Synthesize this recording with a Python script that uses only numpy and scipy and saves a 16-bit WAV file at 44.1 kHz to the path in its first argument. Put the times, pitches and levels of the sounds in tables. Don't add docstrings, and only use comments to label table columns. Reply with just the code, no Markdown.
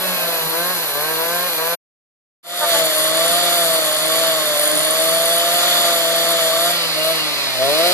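import sys
import numpy as np
from scipy import signal
from scipy.fft import rfft, irfft, next_fast_len
from scipy.io import wavfile
from scipy.ndimage import uniform_filter1d

SR = 44100
rng = np.random.default_rng(int(sys.argv[2]) if len(sys.argv) > 2 else 0)


def persist_wave(psi):
    counts = np.round(np.clip(psi, -1, 1) * 32767).astype(np.int16)
    wavfile.write(sys.argv[1], SR, np.atleast_2d(counts).T)


N = 349713
T = np.arange(N) / SR
STOP_S = 1.755
START_S, FULL_S, RELEASE_S, LIFT_S, TURN_S = 2.4285, 2.73, 6.71, 7.28, 7.55
WORKING_HZ, LINKS_PER_TURN, LINKS_IN_LOOP = 165, 7, 56
# freq_hz, gain_db
MUFFLER = [(100, -61.5), (250, -57), (340, -16), (420, -28), (500, -7.5), (570, -2), (640, 8), (710, -1),
           (800, -20.5), (1000, -31), (1350, -20.5), (2000, -32), (3500, -50), (7000, -52)]


def undb(db):
    return 10 ** (np.asarray(db) / 20)


def curve(points):
    return np.interp(T, *np.transpose(points))


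def over_hz(points):
    hz, *columns = np.transpose(points)
    bins = np.fft.rfftfreq(next_fast_len(N + SR // 4, True) // 2 * 2, 1 / SR)
    return [np.interp(np.log(bins + 1), np.log(hz), c) for c in columns]


def colour(x, response):
    cepstrum = irfft(np.log(undb(over_hz(response)[0])))
    size = len(cepstrum)
    spectrum = np.exp(rfft(2 * cepstrum[:size // 2], size) - cepstrum[0])
    return irfft(rfft(x, size) * spectrum)[:N]


def level(x, db):
    power = uniform_filter1d(uniform_filter1d(x * x, size=3000), size=3000)
    return x * undb(db) / np.sqrt(np.abs(power) + 1e-18)


def walk(rate_hz):
    step = max(int(SR / rate_hz), 2)
    return 1.27 * uniform_filter1d(rng.standard_normal(N)[np.arange(N) // step], step)


def ramp(start_s, length_s):
    return np.clip((T - start_s) / length_s, 0, 1)


def held(events, attack_s, release_s):
    return sum(undb(db) * ramp(start, attack_s) * (1 - ramp(end, release_s))
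               for start, end, *_, db in events)


def glides(strokes, ease):
    progress = np.linspace(0, 1, 20)
    return [(start + (end - start) * u, first + (last - first) * (1 - (1 - u ** lag) ** ease))
            for start, end, first, last, lag, _ in strokes for u in progress]


def by_speed(speed_hz, db, db_per_octave):
    return db + db_per_octave * np.log2(speed_hz / WORKING_HZ)


def crank(speed_hz, wobble):
    return np.cumsum(speed_hz * (1 + wobble * walk(60))) / SR


def pulses(cycles, scatter_db, jitter, pattern=(1,)):
    count = np.arange(1, int(cycles[-1]))
    timing, strength = rng.standard_normal((N // 30, 2))[count].T
    at = np.interp(count + jitter * timing, cycles, np.arange(N))
    size = undb(scatter_db * strength) * np.resize(pattern, len(count))
    i, fraction = at.astype(int), at % 1
    return (np.bincount(i, size * (1 - fraction), N + 1) + np.bincount(i + 1, size * fraction, N + 1))[:N]


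def firing(turns, scatter_db, jitter, gas):
    puff = np.exp(-(turns % 1) / .29) * rng.standard_normal(N)
    return pulses(turns, scatter_db, jitter) + gas * puff


def rattle(turns, scatter_db, jitter, clatter_db, rush_db):
    links = pulses(LINKS_PER_TURN * turns, scatter_db, jitter, rng.standard_normal(LINKS_IN_LOOP))
    one_turn = rng.standard_normal(256)
    clatter = np.interp(turns, np.arange(256) / 256, one_turn, period=1) * undb(2 * walk(200))
    return level(links, 0) + level(clatter, clatter_db) + undb(rush_db) * rng.standard_normal(N)


def cutting(turns, throb, flicker_db):
    bite = (1 + throb * np.cos(2 * np.pi * turns)) * undb(flicker_db * (walk(45) + walk(500)))
    return bite * rng.standard_normal(N)


def tones(turns, orders, waver_db):
    push = (np.gradient(turns) * SR / WORKING_HZ) ** 3
    return push * sum(2 ** .5 * undb(db + waver_db * walk(14)) * np.sin(2 * np.pi * round(order) * turns)
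                      for order, db in orders)


def first_saw():
    # open_s, close_s, open_hz, close_hz, lag, exhaust_db
    strokes = [(0, .43, 186.1, 161.7, 1.78, -28), (.52, .73, 161.9, 183, 1.28, -24.5),
               (.93, 1.13, 140.5, 160, 1.15, -24.5), (1.16, 1.47, 160.6, 179.9, 1.3, -24),
               (1.56, 1.9, 156.9, 179.5, 1.1, -24)]
    # freq_hz, gain_db
    muffler = [(170, -36), (340, -18.5), (480, 1), (700, 0.5), (850, -10.5), (1050, -0.5), (1350, -13),
               (1550, -1), (1950, -16.5), (6000, -55.5)]
    bar = [(60, -25), (250, -8.5), (500, 3), (1000, 2), (2200, -3), (3400, -7.5), (4300, 0), (5400, -6.5),
           (11000, -12.5)]
    cutters = [(4000, -34), (8000, -20.5), (9500, -7), (10900, -6.5), (11900, 0.5), (12600, 0.5),
               (13700, -5)]
    # crank_order, level_db
    intake = [(1, -43.5), (2, -45)]
    speed_hz = curve(glides(strokes, ease=1.6))
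    turns = crank(speed_hz, wobble=.002)
    firings = firing(turns, scatter_db=.8, jitter=.003, gas=.007)
    throttle = np.maximum(held(strokes, attack_s=.025, release_s=.047), undb(-30.5))
    exhaust = level(colour(firings, muffler), 0) * throttle
    knocks = rattle(turns, scatter_db=-4.5, jitter=.018, clatter_db=-2, rush_db=6.5)
    chain = level(colour(knocks, bar), by_speed(speed_hz, db=-27, db_per_octave=4.5))
    tearing = cutting(turns, throb=.11, flicker_db=1.16)
    hiss = level(colour(tearing, cutters), by_speed(speed_hz, db=-24.5, db_per_octave=3))
    return exhaust + chain + hiss + tones(turns, intake, waver_db=3)


def far_saw():
    # open_s, close_s, open_hz, close_hz, lag, exhaust_db
    strokes = [(0.0028, .35, 153, 178, 3.4, -31.5)]
    turns = crank(curve(glides(strokes, ease=1.8)), wobble=.0026)
    firings = firing(turns, scatter_db=3.5, jitter=.004, gas=.012)
    return level(colour(firings, MUFFLER), 0) * held(strokes, attack_s=.045, release_s=.06)


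def far_whine():
    # start_s, end_s, first_hz, last_hz, lag, peak_db
    whines = [(0, .38, 2613, 2514, 1, -37), (1.32, 1.75, 2443, 2397, 1.3, -40)]
    cycles = crank(curve(glides(whines, ease=.91)), wobble=.002)
    return held(whines, attack_s=.04, release_s=.05) * np.sin(2 * np.pi * cycles)


def second_exhaust(turns, speed_hz, strokes, facing):
    # freq_hz, gain_db
    outlet = [(200, -53.5), (320, -9), (650, 10), (820, -11), (1450, -18), (1900, -31), (5000, -47.5)]
    tuned_hz, width_hz = 159.6, 12
    off_tune_db = -1.5 * ((speed_hz - tuned_hz) / width_hz) ** 2
    in_cut = held([(START_S, RELEASE_S, -22.5)], attack_s=.02, release_s=.035) * undb(off_tune_db)
    revs = held(strokes, attack_s=.045, release_s=.032)
    throttle = np.maximum(in_cut + revs, undb(-39))
    firings = firing(turns, scatter_db=.7, jitter=.003, gas=.009)
    exhaust = (1 - facing) * colour(firings, MUFFLER) + facing * colour(firings, outlet)
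    return level(exhaust, 0) * throttle


def second_chain(knocks, speed_hz, free):
    # freq_hz, gain_db
    bar_in_wood = [(900, -31.5), (2000, 0.5), (2700, -5.5), (3200, -0.5), (3600, 3.5), (4000, -3),
                   (4300, 3.5), (4600, 6), (5000, -3), (6000, -6.5), (6700, -4), (7450, 1), (8100, -15),
                   (11000, -40)]
    bar_in_air = [(1000, -23), (2000, -0.5), (3500, -3.5), (4250, 3.5), (4750, 4), (5800, -9), (11000, -12)]
    lifted = ramp(LIFT_S, .42)
    ringing = (1 - free) * colour(knocks, bar_in_wood) + free * colour(knocks, bar_in_air)
    return level(ringing, by_speed(speed_hz, db=-25.5, db_per_octave=9) + .7 * free + 2.5 * lifted)


def second_hiss(turns, speed_hz, strokes, free):
    # freq_hz, gain_db
    cutters = [(4000, -32.5), (8200, -6), (9700, 2), (10900, -1.5), (11500, 1.5), (12200, 4.5), (12700, -7),
               (13700, -5)]
    depth = ramp(START_S, RELEASE_S - START_S)
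    driven = held([(start, end, 0) for start, end, *_ in strokes], attack_s=.08, release_s=.12)
    hiss_db = by_speed(speed_hz, db=-23.3, db_per_octave=6) - 1.6 * depth - free * (8 - 6 * driven)
    tearing = cutting(turns, throb=.034, flicker_db=1.4)
    return level(colour(tearing, cutters), hiss_db + 1.1 * walk(12))


def rasp(turns, knocks, speed_hz, free, facing):
    # freq_hz, gain_db
    wood = [(40, -40.5), (140, -12.5), (330, -4.5), (440, -7), (600, 9), (850, -2.5), (1200, 3), (1600, 0),
            (1850, 1.5), (2700, -25.5), (6000, -45)]
    rubbing = (1 - free) * cutting(turns, throb=.32, flicker_db=.56) + level(knocks, -4.5)
    rasp_db = by_speed(speed_hz, db=-27, db_per_octave=2.5) - 1.2 * free + 1.5 * facing
    return level(colour(rubbing, wood), rasp_db)


def sprocket(turns, db, waver_db):
    return undb(db + waver_db * walk(40)) * np.sin(2 * np.pi * LINKS_PER_TURN * turns + 1.1 * walk(50))


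def second_saw():
    # time_s, speed_hz
    cut_speed = [(2.45, 174.2), (2.59, 175.6), (2.93, 155.4), (3.1, 158.8), (3.4, 174.8), (3.53, 173.1),
                 (3.88, 154.8), (4.01, 155.8), (4.2, 164.8), (4.31, 161.5), (4.56, 147.4), (4.98, 160.9),
                 (5.69, 176.3), (6.06, 165.9), (6.3, 168.6), (6.5, 162.3), (6.73, 176.2)]
    # open_s, close_s, open_hz, close_hz, lag, exhaust_db
    strokes = [(6.945, 7.115, 155, 163.6, 2.2, -20.5), (7.565, 7.929, 128.3, 181.5, 1.75, -18)]
    # start_s, end_s, boost_db
    bites = [(2.65, 2.8, 2), (3.1, 3.55, 0.9), (4.08, 4.28, 1.15), (5.55, 5.92, 2), (6.1, 6.5, .8)]
    # crank_order, level_db
    intake = [(1, -47.5), (2, -44), (3, -40.5), (8, -46)]
    speed_hz = curve(list(cut_speed) + glides(strokes, ease=1.8))
    turns = crank(speed_hz, wobble=.001966)
    free = ramp(RELEASE_S, .068)
    facing = ramp(TURN_S, .16)
    bite = np.maximum(held(bites, attack_s=.041, release_s=.12), 1)
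    exhaust = second_exhaust(turns, speed_hz, strokes, facing)
    knocks = rattle(turns, scatter_db=1, jitter=.011, clatter_db=-3 + 6.6 * free, rush_db=8.5)
    chain = bite * second_chain(knocks, speed_hz, free)
    hiss = second_hiss(turns, speed_hz, strokes, free)
    wood = bite * rasp(turns, knocks, speed_hz, free, facing)
    fan = tones(turns, [(18, -51 + 14 * free * (T < TURN_S))], waver_db=6.5)
    whine = tones(turns, intake, waver_db=2.5) + fan + sprocket(turns, db=-35 - 10 * free, waver_db=4)
    cut_noises = chatter(turns) + thuds() + squeak(turns, pitch_hz=9550, width_hz=150)
    return exhaust + chain + hiss + wood + whine + cut_noises


def chatter(turns):
    # centre_s, half_width_s, level_db
    bouts = [(2.637, 0.023, -14), (2.761, .025, -24.5)]
    # freq_hz, gain_db
    kerf = [(250, -39.5), (620, 8.5), (1230, 3.5), (1850, -2), (2300, -26), (5000, -45.5)]
    knocks = pulses(turns * LINKS_PER_TURN / 4, scatter_db=1.5, jitter=.012)
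    swell = sum(undb(db) * np.exp(-((T - centre) / half) ** 2) for centre, half, db in bouts)
    return level(colour(knocks, kerf), 0) * swell


def squeak(turns, pitch_hz, width_hz):
    # start_s, end_s, level_db
    spells = [(2.92, 3.4, -28), (3.5, 4.2, -31.5), (4.56, 4.9, -24), (4.97, 5.38, -28)]
    clicks = pulses(turns / 3, scatter_db=5.5, jitter=.03)
    rubs = signal.fftconvolve(clicks, np.hanning(int(.006 * SR)), "same")
    ring = np.sin(2 * np.pi * np.cumsum(pitch_hz + width_hz * walk(2500)) / SR)
    return level(rubs * ring, 0) * held(spells, attack_s=.03, release_s=.08)


def thuds():
    # start_s, end_s, level_db
    bumps = [(3.28, 3.32, -35.5), (4.72, 4.77, -36.5), (6.23, 6.26, -41)]
    # freq_hz, gain_db
    stump = [(50, -28.5), (130, -6.5), (200, -1.5), (320, 3.5), (700, -29)]
    return level(colour(rng.standard_normal(N), stump), 0) * held(bumps, attack_s=.015, release_s=.04)


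def echoes(x, t60_s):
    t = T[:SR // 3]
    tail = rng.standard_normal(len(t)) * undb(-60 * t / t60_s) * (t > .004)
    return signal.fftconvolve(x, tail / np.linalg.norm(tail))[:N]


def stereo(mid):
    # freq_hz, width_db, in_phase_share, quadrature_share
    ports = [(60, 12.5, 0, .9), (170, 6, 0.021, 0.67), (330, 2, 0.34, 0.9), (650, -13.5, 0.36, .8),
             (950, -6, .4, -0.079), (1350, -19.5, .1, -.5), (2113, -2, -.3, -.6), (2800, 6, -0.26, .6),
             (3900, 8.5, -.2, .6), (4585, -0.5, -.1, -0.71), (7500, 1, 0.22, 0), (9600, -1.5, 0, 0),
             (11500, 1, -0.058, 0)]
    width_db, in_phase, quadrature = over_hz(ports)
    direct = in_phase + 1j * quadrature
    size = 2 * (len(direct) - 1)
    diffuse = np.sqrt(np.clip(1 - np.abs(direct) ** 2, 0, 1)) * rfft(echoes(mid, t60_s=.19), size)
    side = irfft(undb(width_db) * (direct * rfft(mid, size) + diffuse))[:N]
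    return np.array([mid + side, mid - side])


def scene():
    fade_out = np.clip((STOP_S - T) / .015, 0, 1)
    fade_in = ramp(START_S, FULL_S - START_S)
    opening = first_saw() + far_saw() + far_whine()
    saws = np.where(T < (STOP_S + START_S) / 2, opening, second_saw())
    return stereo(saws + undb(-12) * echoes(saws, t60_s=.15)) * (fade_out + fade_in)


def record(dry):
    cutoff_hz = 13900
    return signal.sosfilt(signal.ellip(12, .2, 80, cutoff_hz, fs=SR, output="sos"), dry)


dry = scene()
out = record(dry)
persist_wave(out)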